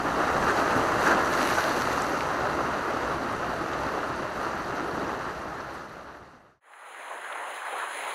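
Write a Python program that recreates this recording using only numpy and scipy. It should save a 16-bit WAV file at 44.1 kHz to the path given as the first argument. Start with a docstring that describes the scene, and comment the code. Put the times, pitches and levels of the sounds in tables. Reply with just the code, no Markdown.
"""A rocky shore in the wind, then choppy open water. Bubble clouds roar as a big wave surges up the
rocks and drains, while foam hisses above and wind rumbles on the microphone. Waves slap the rock,
air trapped in its hollows booms, and spray patters down nearby. The shore fades to silence, and the
open water fades in, thinner and more distant. Each place has its own microphone colour."""
import sys
import numpy as np
from scipy import signal
from scipy.fft import rfft, irfft
from scipy.io import wavfile

SR = 44100
rng = np.random.default_rng(int(sys.argv[2]) if len(sys.argv) > 2 else 0)


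def materialize(psi):
    """Save the field psi as 16-bit PCM at rate SR to the path in sys.argv[1].

    A 1-D psi becomes a single channel; in a 2-D psi each row is a channel.
    """
    bounded = np.clip(np.atleast_2d(psi).T, -1, 1)
    quanta = np.round(bounded * 32767).astype(np.int16)
    wavfile.write(sys.argv[1], SR, quanta)


N = 358974
TIME = np.arange(N) / SR
LAP_FOAM_SHARE = 0.61  # share of a lap's lift in dB that its foam takes

# Small crests spilling into foam. Each row: peak time in seconds, level in dB, half length in seconds.
CRESTS = [(.59, -40, 0.031), (1.05, -35.5, 0.055), (4.44, -51, .1), (5.77, -50, .07), (7.53, -47.5, 0.1),
          (7.97, -44, 0.065)]


def gain_of(db):
    """The decibel scale: 20 dB is a factor of ten in amplitude."""
    return 10 ** (np.asarray(db) / 20)


def unit_rms(x):
    """Normalisation to a mean power of one."""
    return x / np.sqrt(np.mean(x ** 2) + 1e-20)


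def shaped(x, spectrum):
    """Spectral shaping: x is filtered by a curve drawn on a log-frequency axis, then set to rms 1."""
    hz, db = np.transpose(spectrum)
    bins = np.fft.rfftfreq(N, 1 / SR)
    response = gain_of(np.interp(np.log(bins + 1), np.log(hz), db))
    return unit_rms(irfft(rfft(x) * response, N))


def microphone(x, modes):
    """Resonance of the microphone's housing adds bell-shaped peaks and notches."""
    bins = np.fft.rfftfreq(N, 1 / SR)
    db = sum(height / (1 + (2 * (bins - hz) / width) ** 2) for hz, width, height in modes)
    return irfft(rfft(x) * gain_of(db), N)


def blur(field, width, axis):
    """Gaussian smoothing correlates neighbouring values of a random field; the result has rms 1."""
    size = field.shape[axis]
    bell = np.exp(-2 * (np.pi * width * np.fft.rfftfreq(size)) ** 2)
    return unit_rms(irfft(rfft(field, axis=axis) * np.expand_dims(bell, 1 - axis), size, axis=axis))


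def churn(x, patch_s, patch_hz, patch_db, flicker_db, size=512):
    """Turbulent modulation: patches of the spectrum come and go, and a flicker moves all pitches at once."""
    overlap = size - size // 4
    hz, t, spectra = signal.stft(x, SR, nperseg=size, noverlap=overlap)
    frames = patch_s / t[1]
    patches = blur(rng.standard_normal(spectra.shape), frames, axis=1)
    patches = blur(patches, patch_hz / hz[1], axis=0)
    flicker = blur(rng.standard_normal((1, len(t))), frames, axis=1)
    spectra = spectra * gain_of(patch_db * patches + flicker_db * flicker)
    return signal.istft(spectra, SR, nperseg=size, noverlap=overlap)[1][:N]


def bubbles(low_hz, high_hz, cycles, spread_db, count, size=900):
    """Damped oscillation: bubbles ring and rise in pitch as they near the surface; a few are large."""
    when, pitch, large = rng.random((count, 3)).T[:, :, None]
    hz = low_hz + (high_hz - low_hz) * pitch
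    turns = hz * np.arange(size) / SR
    age = turns / cycles
    strength = gain_of(spread_db * np.minimum(-np.log(1 - large), 4)) * np.sqrt(hz)
    glide = 1 + 0.019 * np.minimum(age, 4)
    rings = strength * np.exp(-age) * np.sin(2 * np.pi * turns * glide)
    at = (when * N).astype(int) + np.arange(size)
    return unit_rms(np.bincount(at.ravel(), rings.ravel(), N)[:N])


def patter(per_s, spread_db):
    """Shot noise: droplets strike at random; a wide spread makes a few much harder than the rest."""
    chance, large, sign = rng.random((3, N))
    strength = gain_of(spread_db * np.minimum(-np.log(1 - large), 4))
    return unit_rms((chance < per_s / SR) * strength * np.sign(sign - .5))


def swells(rows):
    """Gaussian envelopes add, each falling to 1/e one half length from its peak."""
    return sum(gain_of(db) * np.exp(-((TIME - s) / half) ** 2) for s, db, half in rows)


def waver(depth_db, slow_hz, fast_hz, count=24):
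    """Amplitude modulation: sines of random phase add up to a wandering gain."""
    rates = np.geomspace(slow_hz, fast_hz, count)[:, None]
    t = TIME[::256]
    phases = 2 * np.pi * (rates * t + rng.random((count, 1)))
    drift = (np.sin(phases) / np.sqrt(rates)).sum(0)
    return gain_of(depth_db * np.interp(TIME, t, unit_rms(drift)))


def lap_db():
    """Superposition: the lifts that smaller waves give to the water's sound add up, in dB."""
    # Waves lapping in. Each row: peak time in seconds, lift in dB, half length in seconds.
    laps = [(0.216, 2, 0.055), (0.483, 2.5, .04), (.6, 2.5, 0.028), (.79, 1.3, 0.073), (1.135, 2.3, 0.076),
            (2.42, 0.5, .12), (3.878, 1.5, 0.14), (4.478, 1.2, 0.11), (4.948, 2, 0.35), (5.78, 1.8, 0.36),
            (6.96, 1, 0.12), (7.292, 2, 0.064), (7.466, 1.5, 0.052), (7.767, 1.5, 0.081),
            (8.097, 0.2, 0.074)]
    return sum(db * np.exp(-((TIME - s) / half) ** 2) for s, db, half in laps)


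def wind(breeze_db=-40, drop_db_per_s=0.9, gust_half_s=0.058):
    """Turbulent pressure rumbles on the microphone: a slowly dropping breeze with brief gusts."""
    # Spectrum of the rumble. Each row: frequency in Hz, relative density in dB.
    rumble = [(15, -13), (30, -7.5), (50, -7.5), (64, 4), (85, -2), (140, 2.5), (210, -0.5), (320, -16.5),
              (700, -40), (3000, -74)]
    # Gusts. Each row: peak time in seconds, level in dB.
    gusts = [(.44, -44), (.77, -43), (.98, -45.5)]
    level = gain_of(breeze_db - drop_db_per_s * TIME) + swells((s, db, gust_half_s) for s, db in gusts)
    eddies = churn(rng.standard_normal(N), patch_s=0.017, patch_hz=81.7, patch_db=-0.5, flicker_db=1.35)
    return level * shaped(eddies, rumble)


def open_water(build_s=7.3, build_db_per_s=7):
    """Bubble and droplet noise: small waves lap, and as a swell builds the foam outgrows the wash."""
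    # Spectra of the wash and its foam. Each row: frequency in Hz, relative density in dB.
    wash_spectrum = [(20, -36), (110, -36), (200, -28), (300, -14), (450, -5.5), (620, -0.5), (950, 3),
                     (1400, 0), (2000, -2.5), (2400, -8.5), (3200, -15), (4300, -20.5), (7000, -24),
                     (16000, -39.5)]
    foam_spectrum = [(800, -19), (2000, 12), (4000, 10.5), (7000, -0.5), (10000, -3), (12000, -14),
                     (14000, -8), (15500, -4)]
    # Microphone resonances and notches. Each row: centre in Hz, width in Hz, gain in dB.
    open_modes = [(3600, 250, -6), (4590, 300, -17), (5200, 960, -10), (5720, 430, -22), (6900, 900, 3.5),
                  (8100, 800, -8), (10000, 1500, 13), (13200, 1200, -8)]
    swell_db = build_db_per_s * np.maximum(TIME - build_s, 0)
    slosh = waver(depth_db=-0.26, slow_hz=2.3, fast_hz=10)
    wash_level = gain_of(-39 + swell_db + lap_db()) * slosh
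    seething = gain_of(-53 + 1.84 * swell_db + LAP_FOAM_SHARE * lap_db()) * slosh
    foam_level = np.hypot(seething, swells(CRESTS))
    wash = rng.standard_normal(N) + gain_of(-16.5) * bubbles(394, 4180, cycles=6.7, spread_db=3, count=2500)
    wash = churn(wash, patch_s=0.026, patch_hz=252, patch_db=1.5, flicker_db=0.36)
    froth = rng.standard_normal(N) + gain_of(-7) * patter(per_s=610, spread_db=4)
    froth = churn(froth, patch_s=0.0074, patch_hz=800, patch_db=1, flicker_db=1)
    water = wash_level * shaped(wash, wash_spectrum) + foam_level * shaped(froth, foam_spectrum)
    return microphone(water, open_modes)


def gulps():
    """Cavity resonance: air trapped in hollows of the rock booms softly as water closes over it."""
    # Gulps. Each row: peak time in seconds, level in dB, half length in seconds.
    booms = [(.78, -32, 0.038), (1.157, -35, .037), (1.78, -35, 0.06), (3.2, -38.5, 0.12),
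             (4.42, -45, 0.17), (4.96, -36.5, 0.19)]
    # Spectrum of a hollow. Each row: frequency in Hz, relative density in dB.
    hollow = [(60, -40), (170, -7), (270, 1), (350, -0.5), (550, -9), (2000, -65)]
    return swells(booms) * shaped(rng.standard_normal(N), hollow)


def drops(size=2048):
    """Impact noise: each near drop is a click and a brief splatter in a band around its own pitch."""
    # Each row: time in seconds, peak in dB, pitch in Hz, width in octaves, decay in seconds.
    landings = [(1.415, -21, 2600, 0.4, 0.0013), (1.529, -25, 3200, .6, .0012),
                (1.641, -22, 3600, .5, 0.002), (1.979, -15, 1100, 0.36, 0.0043),
                (2.021, -24, 6500, 0.32, .001), (2.208, -15, 1740, 0.68, 0.001),
                (3.733, -30, 3100, 0.43, 0.0018), (4.162, -39, 7000, .3, .001),
                (5.605, -39, 5600, 0.077, .002), (6.736, -23, 1400, .6, .003),
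                (6.947, -28, 1000, 0.66, .002), (7.083, -35, 2600, .3, .0015),
                (7.327, -33, 3030, 0.23, 0.0025), (7.787, -36, 13000, .3, .001)]
    out, bins = np.zeros(N + size), np.fft.rfftfreq(size, 1 / SR)
    age = (np.arange(size) - size // 2) / SR
    for s, db, hz, octaves, decay in landings:
        band = np.exp(-.5 * (np.log2((bins + 1) / hz) / octaves) ** 2)
        click = age == 0
        splatter = rng.standard_normal(size) * (age > 0) * np.exp(-abs(age) / decay)
        splat = irfft(rfft(click + gain_of(-15) * splatter) * band)
        out[round(s * SR) - size // 2:][:size] += gain_of(db) * splat / abs(splat).max()
    return out[:N]


def shower(start_s=1.12, peak_s=1.48, end_s=2.31, stop_s=0.1, fade_db_per_s=16):
    """Shot noise of thrown spray, ending as the highest droplets land. Returns sound and envelope."""
    # Spectrum of the droplets. Each row: frequency in Hz, relative density in dB.
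    droplet = [(300, -22), (1200, 9), (2200, 3), (4200, -5.5), (6500, -5.5), (9000, -28), (12000, -11),
               (15000, -34)]
    rising = np.clip((TIME - start_s) / (peak_s - start_s), 0, 1)
    fading = gain_of(-fade_db_per_s * np.maximum(TIME - peak_s, 0))
    stopping = np.clip((end_s - TIME) / stop_s, 0, 1)
    level = gain_of(-37) * rising * fading * stopping
    return level * shaped(patter(per_s=300, spread_db=5), droplet), level


def slaps():
    """Impact: water hits the rock and bursts trapped air in a dying gush. Returns sound and envelope."""
    # Waves striking. Each row: start in seconds, level in dB, rise in seconds, decay in seconds.
    strikes = [(0.465, -24.5, 0.037, 0.021), (0.750, -29.5, 0.014, 0.048), (1.045, -20, 0.032, 0.018),
               (1.107, -22, 0.0036, 0.027), (1.572, -25, 0.0075, 0.042)]
    # Spectrum of a slap. Each row: frequency in Hz, relative density in dB.
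    slap_spectrum = [(100, -16.5), (350, -4), (800, 0.5), (1150, -3), (1550, 5), (2200, -13.5), (3500, -24),
                     (6000, -24.5), (12000, -40), (16000, -51.5)]
    level = np.zeros(N)
    for s, db, rise, decay in strikes:
        age = TIME - s
        level += gain_of(db) * np.clip(age / rise, 0, 1) * np.exp(-np.maximum(age - rise, 0) / decay)
    gush = rng.standard_normal(N) + gain_of(-11) * patter(per_s=1100, spread_db=9)
    return level * shaped(gush, slap_spectrum), level


def surge_db(full_s=0.43, hold_s=0.61, rise_db_per_s=6, ebb_db_per_s=2):
    """Exponential growth and decay: the big wave climbs, holds and drains, in dB relative to its crest."""
    climbing = np.maximum(full_s - TIME, 0)
    draining = np.maximum(TIME - full_s - hold_s, 0)
    return -rise_db_per_s * climbing - ebb_db_per_s * draining


def fizz():
    """Fine shot noise of fresh foam, which dies sooner than the roar."""
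    # Spectrum of the fizz. Each row: frequency in Hz, relative density in dB.
    fizz_spectrum = [(2000, -26), (6300, 0.5), (8500, -6.5), (12000, -7), (13500, -19), (16000, -22)]
    return gain_of(-51 + 2.56 * surge_db()) * shaped(patter(per_s=4000, spread_db=2.5), fizz_spectrum)


def foam(slosh, slap_level, shower_level):
    """Incoherent addition: the hiss of foam from waves, slaps, falling spray and crests sums in power."""
    # Spectrum of the hiss. Each row: frequency in Hz, relative density in dB.
    hiss = [(800, -4.5), (1800, 7.5), (3000, -5.5), (4200, 0), (6500, -8), (8200, -13.5), (12200, -11),
            (13200, -26), (15600, -30)]
    seething = gain_of(-46 + 0.58 * surge_db() + LAP_FOAM_SHARE * lap_db()) * slosh
    thrown = np.hypot(gain_of(-18.5) * slap_level, gain_of(3) * shower_level)
    level = np.sqrt(seething ** 2 + thrown ** 2 + swells(CRESTS) ** 2)
    spray = rng.standard_normal(N) + gain_of(-4) * patter(per_s=1500, spread_db=0)
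    spray += gain_of(-10.5) * bubbles(1800, 8900, cycles=2.2, spread_db=5, count=4000)
    spray = churn(spray, patch_s=0.0062, patch_hz=700, patch_db=1.7, flicker_db=0.1)
    return level * shaped(spray, hiss)


def roar(slosh):
    """Bubble resonance: clouds of bubbles among the rocks merge into a roar that follows the waves."""
    # Spectrum of the roar. Each row: frequency in Hz, relative density in dB.
    roar_spectrum = [(40, -32), (150, -17.5), (260, -0.5), (600, 1), (950, -1), (1400, -1.5), (1800, -6.5),
                     (2300, -14.5), (3200, -19), (5000, -22.5), (9000, -43), (16000, -53)]
    level = gain_of(-26 + surge_db() + lap_db()) * slosh
    cloud = rng.standard_normal(N)
    cloud += gain_of(-16.5) * bubbles(222.7, 2358, cycles=4.4, spread_db=1, count=3000)
    cloud += gain_of(-6) * patter(per_s=700, spread_db=4)
    cloud = churn(cloud, patch_s=0.015, patch_hz=200, patch_db=0.5, flicker_db=0.75)
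    return level * shaped(cloud, roar_spectrum)


def shore():
    """Superposition: wind and surf add at one microphone; roar and foam waver together."""
    # Microphone resonances and notches. Each row: centre in Hz, width in Hz, gain in dB.
    shore_modes = [(346, 47, 1.5), (470, 120, -1.5), (1260, 300, 3), (2280, 350, -3), (2760, 170, 3.5),
                   (3460, 430, -4.5), (5220, 570, -6.5), (5970, 900, 4), (11700, 1000, -0.5)]
    slosh = waver(depth_db=-0.07, slow_hz=3, fast_hz=10)
    slapping, slap_level = slaps()
    falling_spray, shower_level = shower()
    surf = roar(slosh) + foam(slosh, slap_level, shower_level) + fizz()
    return microphone(wind() + gulps() + falling_spray + slapping + surf, shore_modes)


def scene(fade_out_s=5.105, silent_s=6.605, faded_in_s=7.105):
    """Linear fades: the shore leaves, then the open water arrives; near drops land in both."""
    leaving = np.interp(TIME, [fade_out_s, silent_s], [1, 0])
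    arriving = np.interp(TIME, [silent_s, faded_in_s], [0, 1])
    return (leaving * shore() + arriving * open_water() + (leaving + arriving) * drops())[None]


def record(dry, edge_hz=15700):
    """Band limiting: a steep low-pass filter removes the highest treble."""
    lowpass = signal.firwin(1023, edge_hz, window=("kaiser", 9), fs=SR)
    return signal.oaconvolve(dry, lowpass[None], "same")


dry = scene()
out = record(dry)
materialize(out)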